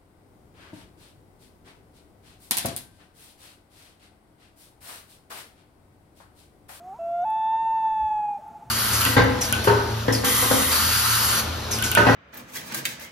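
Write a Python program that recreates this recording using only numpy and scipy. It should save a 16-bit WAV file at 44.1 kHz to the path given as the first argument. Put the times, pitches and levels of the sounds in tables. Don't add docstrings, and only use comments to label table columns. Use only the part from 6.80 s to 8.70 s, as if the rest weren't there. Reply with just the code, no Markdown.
import sys
import numpy as np
from scipy import signal
from scipy.fft import rfft, irfft, next_fast_len
from scipy.io import wavfile

SR = 44100
rng = np.random.default_rng(int(sys.argv[2]) if len(sys.argv) > 2 else 0)


def transcribe(u):
    v = np.clip(np.atleast_2d(u).T, -1, 1)
    q = np.round(v * 32767).astype(np.int16)
    wavfile.write(sys.argv[1], SR, q)


N = 83790
T = np.arange(N) / SR

# t/s, f/Hz, level/dB
LEAD_IN = [(0.0, 335.3, -48), (0.06, 367.5, -42.5), (0.115, 384.4, -38), (0.131, 396, -37.5),
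           (0.142, 429, -40), (0.165, 474, -47), (0.187, 517, -56)]
# harmonic number, gain/dB
LEAD_IN_HARMONICS = [(1, -19), (2, 0), (3, -23)]
# t/s, f/Hz, level/dB
LOW_NOTE = [(0.19, 668, -36), (0.215, 671.2, -31.5), (0.29, 681.7, -28.5), (0.40, 700.8, -25),
            (0.433, 718, -24), (0.447, 755, -24.5)]
# t/s, then gain/dB for each
LOW_OVERTONES = [(0.2, -25.5, -55.5, -35, -55.5), (0.25, -29, -52.5, -36, -52.5),
                 (0.3, -27.5, -51.5, -43.5, -45.5), (0.36, -25, -42, -44, -46),
                 (0.44, -25, -46.5, -47, -42)]
# t/s, f/Hz, level/dB
WAIL = [(0.448, 858, -27.5), (0.475, 873, -24.5), (0.585, 880, -23.5), (0.63, 879.3, -23.5),
        (0.74, 891.4, -23), (0.81, 897, -23.5), (0.955, 894.3, -22), (1.05, 883.7, -23.5),
        (1.2, 870.5, -23.6), (1.34, 853.8, -24.5), (1.49, 830.1, -27), (1.55, 813, -30.5),
        (1.578, 810, -36)]
# t/s, then gain/dB for each
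WAIL_OVERTONES = [(0.45, -36, -36.5, -44), (0.52, -34, -34, -35.5), (0.68, -29.5, -35, -31),
                  (0.8, -29, -33.5, -35), (0.94, -31.5, -34.5, -42), (1.07, -29, -36, -36.5),
                  (1.27, -32, -33.5, -37), (1.42, -33, -32.5, -44.5), (1.57, -45.5, -30.5, -54.5)]
# harmonic number, gain/dB
EDGE_HARMONICS = [(5, -54), (7, -53.5), (8, -50), (11, -54.5)]
# t/s, added gain/dB
EDGE_SWELL = [(0.5, -10), (0.68, -11), (0.8, -2.5), (0.96, 0.5), (1.1, -3), (1.28, -5.5), (1.45, -14.5)]
# t/s, f/Hz, level/dB
LAST_DROP = [(1.581, 640, -60.5), (1.592, 615, -45), (1.615, 600, -61)]
# f/Hz, left minus right/dB
LOON_PAN = [(900, -.7), (1700, -2), (2700, -2.7), (7000, -1)]
# f/Hz, gain/dB
SHORE_COLOUR = [(300, -17), (690, -16), (870, -15), (1400, -12), (1800, -16), (2700, -18.5), (4000, -19),
                (10000, -19.5)]
# delay/s, relative level/dB
SHORE_RETURNS = [(0.0, -16), (0.05, 4), (0.2, 2), (0.45, -5.5), (0.6, -16.5), (1.1, -19), (1.25, -10.5),
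                 (1.45, -9.5), (1.9, -23)]
# f/Hz, side minus mid/dB
SHORE_WIDTH = [(880, -18), (1400, -8), (4000, -7)]
# f/Hz, relative level/dB
HUSH_COLOUR = [(25, -13.5), (45, -5), (68, 1.5), (100, -5), (170, -0.5), (300, -3.5), (500, -9.5),
               (900, -10.5), (1350, -11), (1650, -19.5), (2300, -22), (3000, -26.5), (4800, -30.5),
               (6800, -28), (9000, -31.5), (15500, -34.5)]
# f/Hz, side minus mid/dB
HUSH_WIDTH = [(50, -18.5), (170, -18), (400, -9), (1400, -6.5), (4000, -8.5), (9000, -20)]
# t/s, level before filtering/dB, left minus right/dB
TICKS = [(0.5042, -30.5, -5), (1.6805, -39.5, -4)]
# t/s, half length/s, level at the loudest/dB, f/Hz
AIR_BUMPS = [(0.799, 0.019, -56.5, 54.7), (0.93, 0.04, -56, 41.4), (1.123, .016, -51.5, 58),
             (1.24, 0.019, -41.5, 68), (1.364, .02, -53, 58.8), (1.874, .012, -49, 85.1)]


def from_db(db):
    return 10 ** (np.asarray(db) / 20)


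def rms_one(x):
    return x / np.sqrt(np.mean(x ** 2) + 1e-20)


def in_time(rows):
    times, *columns = np.transpose(rows)
    return [np.interp(T, times, column) for column in columns]


def colour(x, points, share=1):
    hz, db = np.transpose(points)
    size = next_fast_len(x.shape[-1] + 4096)
    bin_hz = np.maximum(np.arange(size // 2 + 1) * SR / size, 1)
    gain = from_db(share * np.interp(np.log(bin_hz), np.log(hz), db))
    return irfft(rfft(x, size) * gain, size)[..., :x.shape[-1]]


def drift(rate_hz):
    r = np.exp(-2 * np.pi * rate_hz / SR)
    smoothed = signal.lfilter([1], [1, -2 * r, r * r], rng.standard_normal(N + SR))
    return rms_one(smoothed[SR:])


def resonance(x, hz, width_hz):
    r = np.exp(-np.pi * width_hz / SR)
    feedback = [1, -2 * r * np.cos(2 * np.pi * hz / SR), r * r]
    return signal.lfilter(np.array([1, 0, -1]) * (1 - r * r) / 2, feedback, x + 1e-18)


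def stereo(mid, side):
    return np.array([mid + side, mid - side])


def note(curve, harmonics):
    attack_s, release_s = 0.0071, 0.0092
    jitter_share, shimmer_db = 0.00097, 0.88
    hz, db = in_time(curve)
    fade_in = np.clip((T - curve[0][0]) / attack_s + .5, 0, 1)
    fade_out = np.clip((curve[-1][0] - T) / release_s + .5, 0, 1)
    gate = np.sin(fade_in * fade_out * np.pi / 2) ** 2
    phase = 2 * np.pi * np.cumsum(hz * (1 + jitter_share * drift(rate_hz=90))) / SR
    tone = np.zeros(N)
    for k, gain_db in harmonics:
        wobble_db = (k > 1) * shimmer_db * drift(rate_hz=57)
        tone += from_db(gain_db + wobble_db) * np.sin(k * phase)
    return np.sqrt(2) * from_db(db) * gate * tone


def loon():
    low = list(enumerate([0] + in_time(LOW_OVERTONES), 1))
    high = list(enumerate([0] + in_time(WAIL_OVERTONES), 1))
    swell_db, = in_time(EDGE_SWELL)
    flicker_db = 2
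    edge = [(k, db + swell_db + flicker_db * drift(rate_hz=4.6)) for k, db in EDGE_HARMONICS]
    return (note(LEAD_IN, LEAD_IN_HARMONICS) + note(LOW_NOTE, low)
            + note(WAIL, high + edge) + note(LAST_DROP, [(1, 0.0034)]))


def shore_echo(call):
    strength = from_db(in_time(SHORE_RETURNS)[0])
    reflections = rng.standard_normal((2, N)) * strength / np.sqrt(np.sum(strength ** 2))
    returned = colour(call, SHORE_COLOUR)
    mid, side = signal.fftconvolve(returned[None], reflections, axes=1)[:, :N]
    return stereo(mid, colour(side, SHORE_WIDTH))


def hush(level_db=-55):
    mid, side = colour(rng.standard_normal((2, N)), HUSH_COLOUR)
    return from_db(level_db) * stereo(rms_one(mid), colour(rms_one(side), HUSH_WIDTH))


def bird_chip(start_s=.415, length_s=.013, from_hz=6700, to_hz=5500, peak_db=-62.5):
    progress = np.clip((T - start_s) / length_s, 0, 1)
    hz = from_hz + (to_hz - from_hz) * progress
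    phase = 2 * np.pi * np.cumsum(hz) / SR
    return from_db(peak_db) * np.sin(np.pi * progress) * np.sin(phase)


def ticks(low_cut_hz=9500, snap_db=-9.5):
    clicks = np.zeros((2, N))
    for start_s, db, pan_db in TICKS:
        clicks[:, int(start_s * SR)] = from_db(db + np.array([.5, -.5]) * pan_db)
    treble_only = signal.butter(2, low_cut_hz, "high", fs=SR, output="sos")
    snap = signal.sosfilt(treble_only, clicks + 1e-18)
    return 2 * resonance(snap, hz=10900, width_hz=1800) + from_db(snap_db) * snap


def air_bumps(wander_share=0.34):
    pressure = np.zeros(N)
    for middle_s, half_s, db, hz in AIR_BUMPS:
        phase = 2 * np.pi * np.cumsum(hz * (1 + wander_share * drift(rate_hz=16))) / SR
        swell = np.exp(-.5 * ((T - middle_s) / half_s) ** 2)
        pressure += from_db(db) * swell * np.sqrt(2) * np.sin(phase)
    return pressure


def scene():
    call = loon()
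    direct = np.array([colour(call, LOON_PAN, share) for share in (.5, -.5)])
    return direct + shore_echo(call) + hush() + bird_chip() + ticks() + air_bumps()


def record(dry):
    cutoff_hz = 15750
    return signal.sosfilt(signal.ellip(12, .1, 80, cutoff_hz, fs=SR, output="sos"), dry)


dry = scene()
out = record(dry)
transcribe(out)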